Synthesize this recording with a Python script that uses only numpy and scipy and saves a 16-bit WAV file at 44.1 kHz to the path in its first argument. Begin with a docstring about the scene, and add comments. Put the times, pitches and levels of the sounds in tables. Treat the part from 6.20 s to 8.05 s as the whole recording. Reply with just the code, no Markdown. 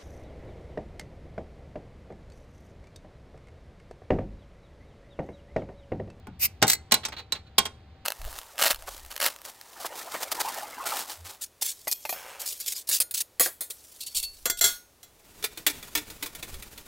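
"""In a truck bed outdoors, a crown cap is levered off a glass bottle in a steel opener on a plastic drawer.
Over a low rumble the drawer grumbles under load, gas hisses from the lifted rim, the bottle slips with
a knock and the cap crunches as it bends. Cap and neck then clack and rub on the opener, ringing it and
thudding the drawer, until the cap comes free. Heard close, at two microphone ports."""
import sys
import numpy as np
from scipy import signal
from scipy.fft import rfft, irfft
from scipy.io import wavfile
from scipy.ndimage import uniform_filter1d

SR = 44100
rng = np.random.default_rng(int(sys.argv[2]) if len(sys.argv) > 2 else 0)


def store_wav(level_fs):
    """Save 16-bit WAV to argv[1]."""
    pcm = np.round(np.clip(np.atleast_2d(level_fs), -1, 1) * 32767)
    wavfile.write(sys.argv[1], SR, pcm.T.astype(np.int16))


N = 81585
TIME_S = np.arange(N) / SR
FREQ_HZ = np.maximum(np.arange(N + 1) * SR / (2 * N), 1)
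PORT_SPLIT = np.array([[.5], [-.5]])  # half a difference to each port: left, right


def undb(db):
    """Decibels to gain."""
    return 10 ** (np.asarray(db) / 20)


def over_hz(points):
    """Interpolate a table over log frequency."""
    hz, values = np.array(points).T
    return np.interp(np.log(FREQ_HZ), np.log(hz), values)


def swell(points):
    """Gain of a level curve, silent outside it."""
    time_s, db = np.array(points).T
    return undb(np.interp(TIME_S, time_s, db)) * (TIME_S >= time_s[0]) * (TIME_S <= time_s[-1])


def shape(x, gain):
    """Filter by a gain per frequency."""
    return irfft(rfft(x, 2 * N) * gain)[..., :N]


# likeness of noise at the two ports (frequency [Hz], coherence [0-1])
PORT_COHERENCE = [(300, 1), (1900, .88), (3200, .4), (5000, .5), (8200, .7), (10500, .97)]

def noise(colour, envelope=1):
    """Enveloped noise, partly alike at the two ports; the colour is normalised to unit power."""
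    coherence = np.clip(over_hz(PORT_COHERENCE), 0, 1)
    gain = undb(over_hz(colour))
    gain /= np.sqrt(np.mean(gain ** 2))
    mid = shape(envelope * rng.standard_normal(N), gain * np.sqrt((1 + coherence) / 2))
    side = shape(envelope * rng.standard_normal(N), gain * np.sqrt((1 - coherence) / 2))
    return np.array([mid + side, mid - side])


def chatter(colour, contacts, t60_s):
    """Grainy contact noise: each contact is hardest at first touch, holds, then dies away."""
    attack_s, snap_s, snap_db, grain_db = .00016, .00081, 2, 3
    power = np.zeros(N)
    for start_s, hold_s, db in contacts:
        age_s = np.maximum(TIME_S - start_s, 0)
        attack = np.minimum(age_s / attack_s, 1)
        touch_db = snap_db * np.exp(-(age_s / snap_s / 2) ** 2)
        decay_db = 60 * np.maximum(age_s - hold_s, 0) / t60_s
        power += (attack * undb(db + touch_db - decay_db)) ** 2
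    roughness = uniform_filter1d(rng.standard_normal(N), size=15)
    grain = undb(grain_db * roughness / roughness.std())
    return noise(colour, np.sqrt(power) * grain / np.sqrt(np.mean(grain ** 2)))


def ring(modes, strikes, build_s, detune=.0035):
    """Struck modes: the grip chokes them, a weaker part rings on; low modes swell later."""
    grip_t60_s, free_db = .035, -12
    out = np.zeros(N)
    hz, mode_db, t60_s = np.array(modes).T[:, :, None]
    for start_s, strike_db, tilt_db_per_oct in np.broadcast(*strikes):
        first = int(start_s * SR)
        age_s = TIME_S[:min(N - first, SR // 3)]
        mistune, phase_turns = rng.standard_normal((2, len(modes), 1))
        waves = np.sin(2 * np.pi * (hz * (1 + detune * mistune) * age_s + phase_turns))
        gain = undb(strike_db + mode_db + tilt_db_per_oct * np.log2(hz / hz[0]))
        rise = 1 - np.exp(-age_s / (build_s + 1 / hz))
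        fade = undb(-60 * age_s / grip_t60_s) + undb(free_db - 60 * age_s / t60_s)
        out[first:first + len(age_s)] += (gain * rise * fade * waves).sum(0)
    return out


# outdoor rumble spectrum (frequency [Hz], density [dB])
RUMBLE_COLOUR = [(22, -14), (50, -12.5), (75, 3.5), (170, -13.5), (750, -24), (1500, -29), (4400, -33.5),
                 (5400, -44.5), (16000, -61)]
# steady tones (frequency [Hz], RMS level [dB])
HUM_TONES = [(76, -62), (770, -69)]

def outdoors():
    """Distant rumble with a faint hum."""
    hum = sum(undb(db) * np.sqrt(2) * np.sin(2 * np.pi * (hz * TIME_S + rng.random()))
              for hz, db in HUM_TONES)
    return undb(-51.5) * noise(RUMBLE_COLOUR) + hum


# drawer grumble envelope (time [s], level [dB])
STRAIN_LEVEL = [(0, -52.5), (.075, -54.5), (.09, -33.5), (.105, -42.5), (.2, -58), (.29, -55.5)]
# grumble spectrum (frequency [Hz], density [dB])
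STRAIN_COLOUR = [(40, -4.5), (90, 6.5), (150, -4), (230, 0), (320, -21), (3000, -74)]

def drawer_strain():
    """The plastic drawer grumbles as the hand loads it."""
    return noise(STRAIN_COLOUR) * swell(STRAIN_LEVEL)


# cap and neck hitting the opener
# (time [s], contact [s], clack [dB], drawer thud [dB], tick [dB], cap ring [dB], steel ring [dB])
BLOWS = [ (.070, 0.0026, -58, -45, -51.5, -81, -61), (0.418, 0.007, -27.5, -35, -51.5, -58.5, -47.5),
         (0.4256, 0.0035, -14.5, -16, -17, -29, -11), (0.712, 0.0058, -28, -47.5, -55.5, -46, -62),
         (0.7202, .0045, -14.5, -26, -17, -8.5, -15.5), (0.7407, 0.0061, -21, -38, -18, -10, -20.5),
         (0.8511, 0.0073, -26, -46.5, -35, -31.5, -35.5),
         (.884, 0.00586, -41.5, -46.5, -44.5, -52.5, -58.5),
         (1.1225, 0.003, -27, -41.5, -29.5, -14.5, -29.5), (1.382, 0.0099, -18, -29.5, -17, -14.5, -10),
         (1.4539, 0.011, -34.5, -41, -38.5, -42, -26.5)]
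# contact noise spectra (frequency [Hz], density [dB])
CLACK_COLOUR = [(200, -15.5), (700, -10), (1400, -2), (2600, 1.5), (3500, 2.5), (5500, 4), (7000, -0.5),
                (8500, 3), (10000, -23.5), (12000, -19.5), (16000, -34)]
TICK_COLOUR = [(5000, -12), (9000, 6), (11000, 1.5), (13300, 2.5), (14400, -10), (15400, -6),
               (16500, -21.5)]
THUD_COLOUR = [(40, -44), (130, 0), (330, -0.5), (620, -2), (900, -1.5), (1500, -4), (2500, -7),
               (6000, -44.5)]
# modes of the struck parts (frequency [Hz], level [dB], free T60 [s])
DRAWER_MODES = [(165, -7, .26), (230, -4, .14), (420, -2, .15), (700, -7, .08), (778, -1, .12),
                (860, 0, .13), (1035, -4, .13), (1437, -2, .12), (2060, -12, .04)]
CAP_MODES = [(3985, 0, .04), (4320, -6, .07), (8080, -4, .06), (8450, -11, .05), (13650, -19, .04),
             (15020, -18, .035)]
OPENER_MODES = [(1070, -2, .05), (2330, -12, .08), (2860, -8, .09), (3700, -11, .1), (4845, -12, .11)]
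NECK_MODES = [(3225, 1, .035), (3310, -7, .03), (8543, -10, .05)]

def blows():
    """Metal chatters on glass; cap and opener ring, the neck too once bare; the drawer thuds."""
    cap_free_s, ring_left_minus_right_db = 1.3, -5.5
    time_s, hold_s, clack_db, thud_db, tick_db, cap_db, steel_db = np.array(BLOWS).T
    clack = chatter(CLACK_COLOUR, zip(time_s, hold_s, clack_db), t60_s=.05)
    tick = chatter(TICK_COLOUR, zip(time_s, hold_s, tick_db), t60_s=.012)
    thud = chatter(THUD_COLOUR, zip(time_s, hold_s, thud_db), t60_s=.063)
    drawer = ring(DRAWER_MODES, (time_s, thud_db + 2, 0), build_s=.00065)
    tilt_db_per_oct = .75 * (clack_db - clack_db.max())  # gentler blows ring the cap duller
    cap = ring(CAP_MODES, (time_s, cap_db, tilt_db_per_oct), build_s=.0023)
    opener = ring(OPENER_MODES, (time_s, steel_db, 0), build_s=.003)
    bare = time_s > cap_free_s
    neck = ring(NECK_MODES, (time_s[bare], steel_db[bare], 0), build_s=.0017)
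    pan = undb(PORT_SPLIT * ring_left_minus_right_db)
    return clack + tick + thud + drawer + (cap + opener + neck) * pan


# leak under the lifted rim (time [s], level [dB])
JET_LEVEL = [(.193, -53), (.197, -39.5), (.208, -33), (.224, -22.5), (.24, -19.5), (.257, -20), (.268, -32),
             (.28, -64.5)]
# jet spectrum (frequency [Hz], density [dB])
JET_COLOUR = [(400, -29.5), (1750, -24), (2050, -9.5), (2700, -5), (3300, -21), (4900, -7), (7000, -12),
              (12400, -1.5), (14300, -3), (16000, -21.5)]

def gas_jet():
    """The jet swells as the seal opens and stops when the pressure is spent."""
    return noise(JET_COLOUR) * swell(JET_LEVEL)


# jerks of the cap's skirt (time [s], length [s], scrape [dB], clink [dB])
BUCKLES = [(0.468, 0.007, -32, -37.5), (0.479, 0.011, -22, -20.5), (0.4936, 0.002, -25, -33),
           (0.4991, 0.0043, -14.5, -19), (0.5152, 0.011, -23.5, -23), (0.532, 0.004, -21, -20),
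           (0.55, .002, -34.5, -41.5)]
# scrape spectrum (frequency [Hz], density [dB])
SCRAPE_COLOUR = [(60, -28.5), (600, -19), (2600, -7), (3200, -11), (4100, -3.5), (7000, -4.5), (8000, -0.5),
                 (10800, -9), (12700, -6.5), (14400, -10), (15800, -20)]
# cap pressed on the bottle (frequency [Hz], level [dB], free T60 [s])
PRESSED_CAP_MODES = [(2056, -10, .22), (3965, -7, .1), (4323, -4, .16), (6955, -9, .07), (7780, 0, .08),
                     (7990, -1, .06), (12680, -5, .07), (13650, -7, .06), (15750, -12, .05)]

def bending_cap():
    """The skirt buckles in short jerks, each scraping the glass lip and clinking the cap."""
    time_s, hold_s, scrape_db, clink_db = np.array(BUCKLES).T
    scrape = chatter(SCRAPE_COLOUR, zip(time_s, hold_s, scrape_db), t60_s=.037)
    clink = ring(PRESSED_CAP_MODES, (time_s, clink_db, 0), build_s=.001, detune=.0008)
    return scrape + clink


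# light slides on the opener (time [s], length [s], rub [dB], ring [dB])
SLIDES = [(0.834, 0.015, -40, -37), (0.922, 0.01, -38.5, -48), (0.966, 0.014, -43.5, -27.5),
          (0.983, 0.014, -38.5, -28.5), (1.15, 0.0087, -38.5, -33.5), (1.16, 0.0024, -45.5, -33.5),
          (1.267, .01, -61.5, -45.5)]
# rub spectrum (frequency [Hz], density [dB])
RUB_COLOUR = [(150, -10), (1600, -7.5), (3500, -4.5), (4350, -4), (4900, -16), (8200, -23), (11000, -31)]
# the cap's two low modes (frequency [Hz], level [dB], free T60 [s])
RUBBED_CAP_MODES = [(3985, 0, .14), (4320, -1, .11)]

def sliding_cap():
    """The cap rubs and rings softly as it feels for the opener's edge."""
    time_s, hold_s, rub_db, ring_db = np.array(SLIDES).T
    rub = chatter(RUB_COLOUR, zip(time_s, hold_s, rub_db), t60_s=.072)
    return rub + ring(RUBBED_CAP_MODES, (time_s, ring_db, 0), build_s=.0087)


# reflection spectrum (frequency [Hz], density [dB])
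TAIL_COLOUR = [(100, 6), (400, 8.5), (8000, -5), (14000, -20)]

def reflections(x, level_db, t60_s, onset_s):
    """A diffuse tail, duller than the direct sound."""
    fade_in = np.clip(TIME_S / onset_s - 1, 0, 1)
    tail = noise(TAIL_COLOUR) * undb(-60 * TIME_S / t60_s) * fade_in
    tail /= np.sqrt(np.sum(tail ** 2) / 2)
    return undb(level_db) * shape(x, rfft(tail, 2 * N))


# port phase difference (frequency [Hz], left minus right [rad])
PORT_PHASE = [(250, 0), (1030, -.7), (3000, 1.2), (3790, -.6), (4740, -1.3), (5170, 2.4), (6460, 1.08),
              (8610, 2.48), (9300, 2.4), (10900, 3.3), (14400, 6.09)]
# port level difference (frequency [Hz], left minus right [dB])
PORT_BALANCE = [(330, 1), (700, 4), (1290, -3), (2380, -3), (3900, -4), (4700, -0.5)]

def ports(air):
    """Sound reaches each port with its own phase and level."""
    phase_rad = np.interp(FREQ_HZ, *np.array(PORT_PHASE).T)
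    balance = undb(PORT_SPLIT * over_hz(PORT_BALANCE))
    return shape(air, balance * np.exp(1j * PORT_SPLIT * phase_rad))


def scene():
    """The bottle sounds, their reflections off truck bed and yard, the rumble and the drawer's strain."""
    jet, crunch = gas_jet(), bending_cap()
    contacts = blows() + sliding_cap()
    # the hand shields the jet; the opener half hides the bending cap
    send = (contacts + undb(-4) * jet + undb(-6) * crunch).mean(0)
    truck_bed = reflections(send, level_db=-14, t60_s=.14, onset_s=.004)
    yard = reflections(send, level_db=-26.5, t60_s=.4, onset_s=.0033)
    return ports(jet + crunch + contacts + truck_bed + yard + outdoors() + drawer_strain())


def record(dry):
    """Soft saturation rounds the highest peaks; a steep low-pass cuts the top."""
    ceiling, cutoff_hz = .83, 16100
    lowpass = signal.ellip(10, .2, 80, cutoff_hz, fs=SR, output="sos")
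    return signal.sosfilt(lowpass, ceiling * np.tanh(dry / ceiling))


dry = scene()
out = record(dry)
store_wav(out)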